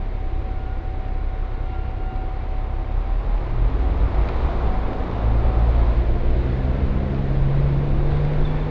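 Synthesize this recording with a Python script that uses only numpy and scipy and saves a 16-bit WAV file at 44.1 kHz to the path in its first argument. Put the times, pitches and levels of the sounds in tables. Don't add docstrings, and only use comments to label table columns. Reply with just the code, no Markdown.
import sys
import numpy as np
from scipy import signal
from scipy.fft import rfft, irfft, next_fast_len
from scipy.io import wavfile
from scipy.ndimage import uniform_filter1d, map_coordinates

SR = 44100
rng = np.random.default_rng(int(sys.argv[2]) if len(sys.argv) > 2 else 0)


def to_wav(s):
    ch = np.atleast_2d(s).T
    pcm = np.round(np.clip(ch, -1, 1) * 32767)
    wavfile.write(sys.argv[1], SR, pcm.astype(np.int16))


def linear_from_db(decibels):
    return 10 ** (np.asarray(decibels, float) / 20)


N = 383669


def unit(x):
    return x / np.sqrt(np.mean(x ** 2) + 1e-20)


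def along(points, hz):
    f, v = np.transpose(points)
    return np.interp(np.log(hz + 1), np.log(f + 1), v)


def curves(rows):
    s, *cols = np.transpose(rows)
    return [np.interp(np.arange(N) / SR, s, c) for c in cols]


def wobble(rate):
    return map_coordinates(rng.standard_normal(int(N * rate / SR) + 4), [np.arange(N) * rate / SR])


def bell(s, width):
    return np.exp(-((np.arange(N) / SR - s) / width) ** 2)


def filtered(x, response):
    m = next_fast_len(N + SR // 2)
    return irfft(rfft(x, m) * response(np.fft.rfftfreq(m, 1 / SR)), m)[..., :N]


def resonance(f, hz, width):
    return 1j * f * width / (hz * hz - f * f + 1j * f * width)


def rush(spectrum, patchy_db):
    z = signal.stft(rng.standard_normal(N), nperseg=512)[2]
    across_hz = uniform_filter1d(rng.standard_normal(z.shape), 6, 0)
    patches = unit(uniform_filter1d(across_hz, 14, 1))
    noise = signal.istft(z * linear_from_db(patchy_db * patches), nperseg=512)[1][:N]
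    return unit(filtered(noise, lambda hz: linear_from_db(along(spectrum, hz))))


def tone(turns, db, flutter_db, smear, rate, free=1):
    phase = 2 * np.pi * (turns + free * rng.random()) + smear * wobble(rate)
    return np.sqrt(2) * linear_from_db(db + flutter_db * wobble(rate)) * np.cos(phase)


def glide(event, over_db, bend, edge_db, fall_db):
    s, length, from_hz, to_hz, db = event
    u = np.linspace(0, 1, 12)
    hz = from_hz + (to_hz - from_hz) * np.sin(bend * u) / np.sin(bend)
    level = db - edge_db * (2 * u - 1) ** 2 - fall_db * u
    return np.transpose([s + length * u, hz, *[level + d for d in over_db]])


def passing(rows, multiples, fade, **rough):
    hz, *levels = curves(rows)
    t = np.arange(N) / SR
    inside = np.minimum(t - rows[0][0], rows[-1][0] - t)
    gate = np.clip(inside / fade + 1, 0, 1)
    return gate * sum(tone(k * np.cumsum(hz) / SR, db, **rough) for k, db in zip(multiples, levels))


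IDLE_HZ = 33
# time in seconds, firing rate in Hz.
ENGINE_SPEED = [(0, 33), (1.5, 32.85), (2.6, 32.8), (2.95, 32.95), (3.15, 34), (3.45, 36.8), (3.8, 41.2),
                (4.2, 45.6), (4.6, 49.2), (5, 53), (5.2, 54), (5.8, 58.1), (6.4, 62.1), (7.2, 68.2),
                (7.75, 69.7), (8.2, 72.9), (8.7, 76.5)]


def firing_rate():
    return curves(ENGINE_SPEED)[0]


# pitch in Hz, width in Hz, strength in dB.
AIR_MODES = [(25.4, 4.2, 4), (34, 4.9, -3.5), (42, 4.7, 0), (57.4, 2.9, 10.5), (112.1, 9, -1.5),
             (138.7, 4.55, -1), (150.7, 10, -0.5), (199.9, 9.8, 3), (252, 20, -6.5)]


def air_db(hz):
    hz, back = hz[::64], np.arange(len(hz)) / 64
    power = linear_from_db(2 * -13)
    power = power + sum(linear_from_db(2 * db) * np.abs(resonance(hz, c, w)) ** 2 for c, w, db in AIR_MODES)
    return np.interp(back, np.arange(len(hz)), 10 * np.log10(power))


# time in seconds, load in dB over idle.
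FUEL = [(0, 0.5), (1.4, 0.5), (2.9, 2), (3.3, 0), (3.7, 2), (4.1, 1.5), (4.4, -6), (4.78, -0.5),
        (4.93, -16), (5.12, -10), (5.3, 0.5), (5.85, -0.5), (6.03, -0.5), (6.6, 4.5), (7.3, 2.5), (7.85, 6),
        (8.3, 2), (8.7, -5.5)]
BOOM_ORDERS = [.5, 1, 2, 3, 4]
# level at idle in dB, dB more once pulling,
# dB per octave of speed, dB per dB of load.
BOOM_LEVELS = [(-54.5, -0.5, 3.5, 1), (-25.5, 2.5, -6, 1), (-29.5, -6.5, 12, 0.48), (-30.5, -0.5, -9, 0.67),
               (-51.5, 10.5, 1.5, 1.45)]
# time in seconds, width in seconds, multiple of firing
# rate, dB more (negative: less).
TONE_SWELLS = [(4.08, .1, 1, 4), (4.5, .1, 1, 6), (4.82, .09, 1, 12), (3.45, .1, 1, -3), (5.3, .12, 2, 3),
               (6.4, .15, 2, -3), (6.15, 0.14, 1, -3.5), (6.55, .2, 1, -5.5), (8.5, .25, 1, -6),
               (3.6, .12, 3, 3), (3.1, .15, 2, 3.5), (3.95, .4, 2, 6.5), (8.45, .3, 2, -3),
               (3.15, .25, 3, -4), (4.55, .2, 3, 4), (4.95, .2, 3, -7.5), (5.7, .2, 3, 3.5),
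               (7, .35, 3, 5), (10, .1, 3, 6), (3.02, 0.13, 4, -6), (5.3, .15, 4, 8), (6.7, .2, 4, 3),
               (7.5, .4, 4, -4)]
MINOR_ORDERS = [3 / 2, 5 / 2, 10 / 3, 7 / 2, 5, 20 / 3, 8, 10]
# level at idle in dB, dB per octave of speed.
MINOR_LEVELS = [(-42, -3.5), (-45, -8), (-46, -12), (-52, -2), (-64, 9), (-57.5, 0), (-57, 0), (-53, -5.5)]


def firing_boom(hz, fired):
    fuel_db, octaves = curves(FUEL)[0], np.log2(hz / IDLE_HZ)
    pulling = np.tanh(np.abs(octaves) / .06)
    lag = .1
    boom = 0
    for k, (idle_db, pull_db, rise_db, effort) in zip(BOOM_ORDERS, BOOM_LEVELS):
        db = idle_db + pull_db * pulling + rise_db * octaves + effort * fuel_db + air_db(k * hz)
        db = db + sum(more * bell(s, width) for s, width, order, more in TONE_SWELLS if round(order) == k)
        boom = boom + tone(k * fired - lag, db, flutter_db=1.63, smear=.13, rate=5, free=0)
    for k, (idle_db, rise_db) in zip(MINOR_ORDERS, MINOR_LEVELS):
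        db = idle_db + rise_db * octaves + fuel_db
        boom = boom + tone(k * fired, db, flutter_db=1.7, smear=.25, rate=4)
    return boom


CYLINDERS = [0, -0.5, -2.5, -3, -0.5, 0.5]
# frequency in Hz, level in dB.
THROUGH_FLOOR = [(12, -41.5), (30, -3.5), (50, -2.5), (85, -7), (120, -6), (160, -19), (260, -18),
                 (400, -25), (700, -58), (1200, -160)]


def uneven_throb(hz, fired):
    at = np.flatnonzero(np.diff(np.floor(fired)))
    strength = linear_from_db(np.resize(CYLINDERS, len(at)) + .8 * rng.standard_normal(len(at)))
    uneven = np.zeros(N)
    uneven[at] = strength - strength.mean()
    thumps = unit(filtered(uneven, lambda f: linear_from_db(along(THROUGH_FLOOR, f))))
    return linear_from_db(-38.5 + 4 * np.log10(hz / IDLE_HZ)) * thumps


# time in seconds, level in dB.
GEAR_WHINE = [(0, -46), (1, -43), (1.5, -44), (2.2, -40.5), (2.55, -44), (2.9, -42), (3, -47), (3.1, -43),
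              (3.2, -52), (3.32, -43.5), (3.45, -47)]


def gear_whine(hz):
    teeth = 22.93
    times = np.arange(0, GEAR_WHINE[-1][0], .05)
    mesh = [(s, teeth * hz[round(s * SR)], np.interp(s, *np.transpose(GEAR_WHINE))) for s in times]
    return passing(mesh, [1], fade=.08, flutter_db=1.3, smear=.15, rate=14)


def engine(hz, fired):
    return firing_boom(hz, fired) + uneven_throb(hz, fired) + gear_whine(hz)


# time in seconds, dB over the wait at the light.
TRAFFIC = [(0, -0.5), (1.7, -0.5), (2.6, 2), (3.4, 5.5), (3.9, 6.5), (4.25, 10.5), (5, 10), (5.6, 10.5),
           (5.9, 9), (6.2, 3), (7, 4), (7.9, 5.5), (8.1, 6), (8.7, 6.5)]


def outside():
    speedup = firing_rate() / IDLE_HZ - 1
    return curves(TRAFFIC)[0], 8.5 * np.tanh(speedup / 0.29)


# frequency in Hz, level in dB per Hz.
RUMBLE = [(6, -14.5), (13, -8), (18, -2), (24, 3), (32, -9.5), (45, -26), (70, -120)]
ROAD = [(20, -29), (35, -4), (55, -6), (85, -11), (120, -14), (150, -23.5), (240, -120)]
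BODY = [(90, -120), (130, -7), (200, 2), (260, -3), (350, 1.5), (500, -1.5), (700, -6.5), (1000, -22),
        (1500, -120)]
ROAR = [(300, -120), (450, -6.5), (700, -3), (1050, -3.5), (1300, -9), (1800, -24), (2600, -120)]
HISS = [(700, -120), (1100, -16.5), (1400, -1.5), (1800, -2), (2200, -3), (3100, -11), (3700, -12.5),
        (4400, -17.5), (5000, -22), (5400, -27), (6500, -32), (7500, -37.5), (8000, -44.5), (9300, -53.5),
        (10400, -71)]
# time in seconds, width in seconds, level in dB.
BUMPS = [
    (4.2, 0.38, -33),
    (4.8, 0.24, -24.5),
    (5.39, 0.072, -18.5),
    (5.75, 0.066, -32.5),
    (6.15, 0.22, -27),
    (6.9, 0.26, -28.5),
    (7.5, 0.21, -26.5),
    (8.05, 0.24, -24),
    (8.33, 0.21, -25.5),
]


def cabin(fired):
    traffic_db, roll_db = outside()
    knock = lambda depth: unit(1 + depth * np.cos(np.pi * fired) ** 6)
    shared = wobble(4.7)
    jolts = linear_from_db(-31.5 + .1 * roll_db) + sum(linear_from_db(db) * bell(s, width) for s, width, db in BUMPS)
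    rumble = jolts * rush(RUMBLE, patchy_db=.5)
    road = linear_from_db(-37.5 + 1.13 * roll_db) * rush(ROAD, patchy_db=-1.0)
    body = linear_from_db(-41.0 + roll_db + 0.15 * shared) * rush(BODY, patchy_db=0.25)
    roar_db = -45.5 + traffic_db + 0.34 * shared
    roar = linear_from_db(roar_db) * knock(0.089) * rush(ROAR, patchy_db=0.5)
    hiss_db = -50.5 + 0.19 * traffic_db + 0.49 * roll_db + 0.49 * shared + 0.16 * wobble(9.2)
    hiss = linear_from_db(hiss_db) * knock(.1) * rush(HISS, patchy_db=0.5)
    return rumble + road + body + roar + hiss


# pitch in Hz, width in Hz, steadiness from 0 to 1.
PANELS = [(51.6, 6, 1), (171, 14, 0.8), (257.4, 23, 0.4), (346.5, 24, 0), (688.6, 41, 0), (755, 15, 0.03),
          (2160, 370, 0.15), (3730, 840, 0.06)]
# hum at rest in dB, share of traffic dB, share of rolling dB.
PANEL_DRIVE = [(-38, -0.63, 1.55), (-63.5, -0.091, 2), (-52, 0.31, 0.74), (-51.5, -0.29, 0.63),
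               (-58, 1, -0.3), (-57.5, .5, 0.22), (-62.5, .2, -0.63), (-69, 0.13, 0.48)]
# time in seconds, width in seconds, nearest panel in Hz, dB
PANEL_BUZZ = [(6, .3, 51, -13.5), (4.5, .1, 51, 5), (6.7, .1, 347, -8), (4.45, .3, 3770, 5.5),
              (6.4, .12, 3770, 7.5), (5.1, 0.25, 167, 8.5), (5.05, 0.13, 51, -14), (8, 0.14, 347, 6.5),
              (5.8, 0.3, 3770, 6.5), (8.15, 0.097, 3770, 8.5), (8.6, .3, 259, 4.5)]


def panels():
    total, (traffic_db, roll_db) = 0, outside()
    nearest = lambda f: min(PANELS, key=lambda p: abs(p[0] - f))[0]
    for (hz, width, steady), (rest_db, heard, rolled) in zip(PANELS, PANEL_DRIVE):
        db = rest_db + heard * traffic_db + rolled * roll_db
        db = db + sum(more * bell(s, w) for s, w, f, more in PANEL_BUZZ if nearest(f) == hz)
        shake = filtered(rng.standard_normal(N), lambda f: resonance(f, hz, width) ** 2)
        size = np.abs(signal.hilbert(shake, next_fast_len(N))[:N])
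        total = total + linear_from_db(db) * unit(shake / (size + 1e-9) ** np.clip(steady, 0, 1))
    return total


# time in seconds, peak in dB.
TICKS = [(1.0834, -48), (2.1605, -43), (4.7406, -42), (5.1128, -43), (5.3991, -43), (7.1467, -43),
         (3.3797, -45), (4.1455, -41), (4.2140, -40), (4.2876, -33.5), (4.292, -38), (4.9313, -36.5),
         (5.183, -41), (6.569, -46), (6.764, -45), (8.1185, -40), (8.1694, -40), (8.25, -40), (8.335, -41)]
# pitch in Hz, width in Hz, level in dB.
TRIM = [(1300, 900, 6), (2500, 700, 5), (3400, 600, -1), (4600, 1500, -16), (6300, 2000, -31)]


def ticks():
    taps, t = np.zeros(N + SR), np.arange(SR // 40) / SR
    for s, db in TICKS:
        tap = linear_from_db(db + 10 - 60 * t / .018) * rng.standard_normal(len(t))
        taps[round(s * SR):][:len(t)] += tap
    trim = lambda f: sum((-1) ** k * linear_from_db(db) * resonance(f, c, w) for k, (c, w, db) in enumerate(TRIM))
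    knocks = rng.random(N) < 45 / SR
    loose = knocks * linear_from_db(2 * rng.standard_normal(N) + .6 * outside()[0] - 43)
    rattle = filtered(loose, lambda f: resonance(f, 5200, 3500) ** 2)
    ticking = filtered(taps[:N], lambda f: trim(f) / (1 + (f / 6500) ** 12))
    return ticking + filtered(rattle, lambda f: 1 / (1 + (f / 6500) ** 14))


# start in seconds, length in seconds, from Hz, to Hz, level in dB.
BRAKES = [
    (.53, .24, 1420, 1428, -49.5),
    (.78, .2, 1440, 1430, -56),
    (1.15, .3, 1430, 1440, -55),
    (1.48, .12, 1440, 1442, -52),
    (1.43, .22, 1295, 1330, -57),
    (2.3, .14, 1410, 1415, -55),
    (6.65, .4, 1345, 1308, -52),
]
SHRILL_BRAKES = [
    (1.66, .24, 1385, 1392, -52),
    (1.93, .33, 1400, 1404, -53),
]
FITTING = [
    (8.13, .05, 3400, 3350, -57),
    (8.228, .05, 3480, 3455, -52),
    (8.452, .034, 3540, 3445, -43),
    (8.497, .026, 3450, 3430, -46.5),
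    (8.558, .03, 3455, 3452, -52),
    (8.608, .025, 3520, 3500, -52),
]


def squeals():
    brakes = [glide(e, [0, -22], bend=.8, edge_db=5, fall_db=1.5) for e in BRAKES]
    brakes += [glide(e, [0, -10], bend=1.6, edge_db=6, fall_db=-1) for e in SHRILL_BRAKES]
    fitting = [glide(e, [0, -31], bend=1.5, edge_db=0, fall_db=6) - [0, 0, 4, 4] for e in FITTING]
    sound = sum(passing(rows, [1, 2], fade=.034, flutter_db=2.2, smear=.6, rate=30) for rows in brakes)
    return sound + sum(passing(rows, [1, 2.17], fade=.004, flutter_db=3, smear=.8, rate=120)
                       for rows in fitting)


# start in seconds, length in seconds, from Hz, to Hz, level in dB.
TAKE_UP = [
    (2.92, 0.57, 38.7, 40.6, -21),
]
LURCHES = [
    (3.6, .5, 40, 54, -20.5),
    (4.1, .58, 46, 57.5, -22.5),
]
SHAFT = [
    (5.45, 1.65, 32, 79.5, -21.5),
    (7.95, .75, 76, 87, -29),
    (8.07, .34, 455, 500, -34.5),
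]


def driveline():
    glides = [glide(e, [0], bend=1.63, edge_db=3.0, fall_db=0.0) for e in TAKE_UP]
    glides += [glide(e, [0], bend=2.45, edge_db=-1, fall_db=8) + [0, 0, 2] for e in LURCHES]
    glides += [glide(e, [0], bend=.95, edge_db=5, fall_db=5) for e in SHAFT]
    return sum(passing(rows, [1], fade=.06, flutter_db=1.1, smear=.12, rate=8) for rows in glides)


# start in seconds, length in seconds,
# from Hz, to Hz, level in dB.
PANES = [(3.82, .08, 752, 750, -40), (4.08, .14, 746, 752, -42), (4.49, .14, 750, 755, -39),
         (4.68, .12, 750, 752, -35.5), (4.87, .19, 754, 755, -40), (5.24, .08, 760, 764, -42),
         (5.43, .22, 758, 752, -38), (4.47, .3, 670, 700, -39), (5.17, .07, 722, 718, -41),
         (5.43, .11, 566, 572, -40), (5.75, .08, 690, 686, -38), (5.84, .06, 640, 632, -40),
         (6.15, .08, 712, 704, -44), (6.3, .1, 682, 678, -44), (6.22, .14, 522, 514, -43.5),
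         (5.64, .06, 725, 715, -41), (5.9, .06, 680, 672, -42), (5.96, .1, 345, 355, -39),
         (6.12, .3, 346, 344, -42), (4.7, .27, 80, 86, -36), (5.1, .55, 80, 84, -34),
         (5.85, .3, 90, 100, -37), (3.65, .45, 255, 287, -42), (4.8, .45, 250, 275, -43),
         (7.55, .25, 160, 170, -35.5), (7.25, .22, 303, 318, -41), (7.7, .26, 338, 322, -41),
         (8.35, .12, 368, 378, -40), (8.52, .18, 505, 488, -41), (7.98, .1, 535, 537, -42),
         (6.7, .2, 425, 442, -43)]


def panes():
    glides = [glide(e, [0], bend=1.2, edge_db=4, fall_db=0) for e in PANES]
    return sum(passing(rows, [1], fade=.03, flutter_db=1.5, smear=.35, rate=20) for rows in glides)


def scene():
    hz = firing_rate()
    fired = np.cumsum(hz) / SR
    ride = engine(hz, fired) + cabin(fired) + panels() + ticks()
    return (ride + squeals() + driveline() + panes())[None]


def roll_off(x):
    return signal.sosfilt(signal.butter(12, 10300, fs=SR, output="sos"), x)


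def record(dry):
    settled = dry * np.minimum(np.arange(N) / (.002 * SR), 1)
    return roll_off(settled)


dry = scene()
out = record(dry)
to_wav(out)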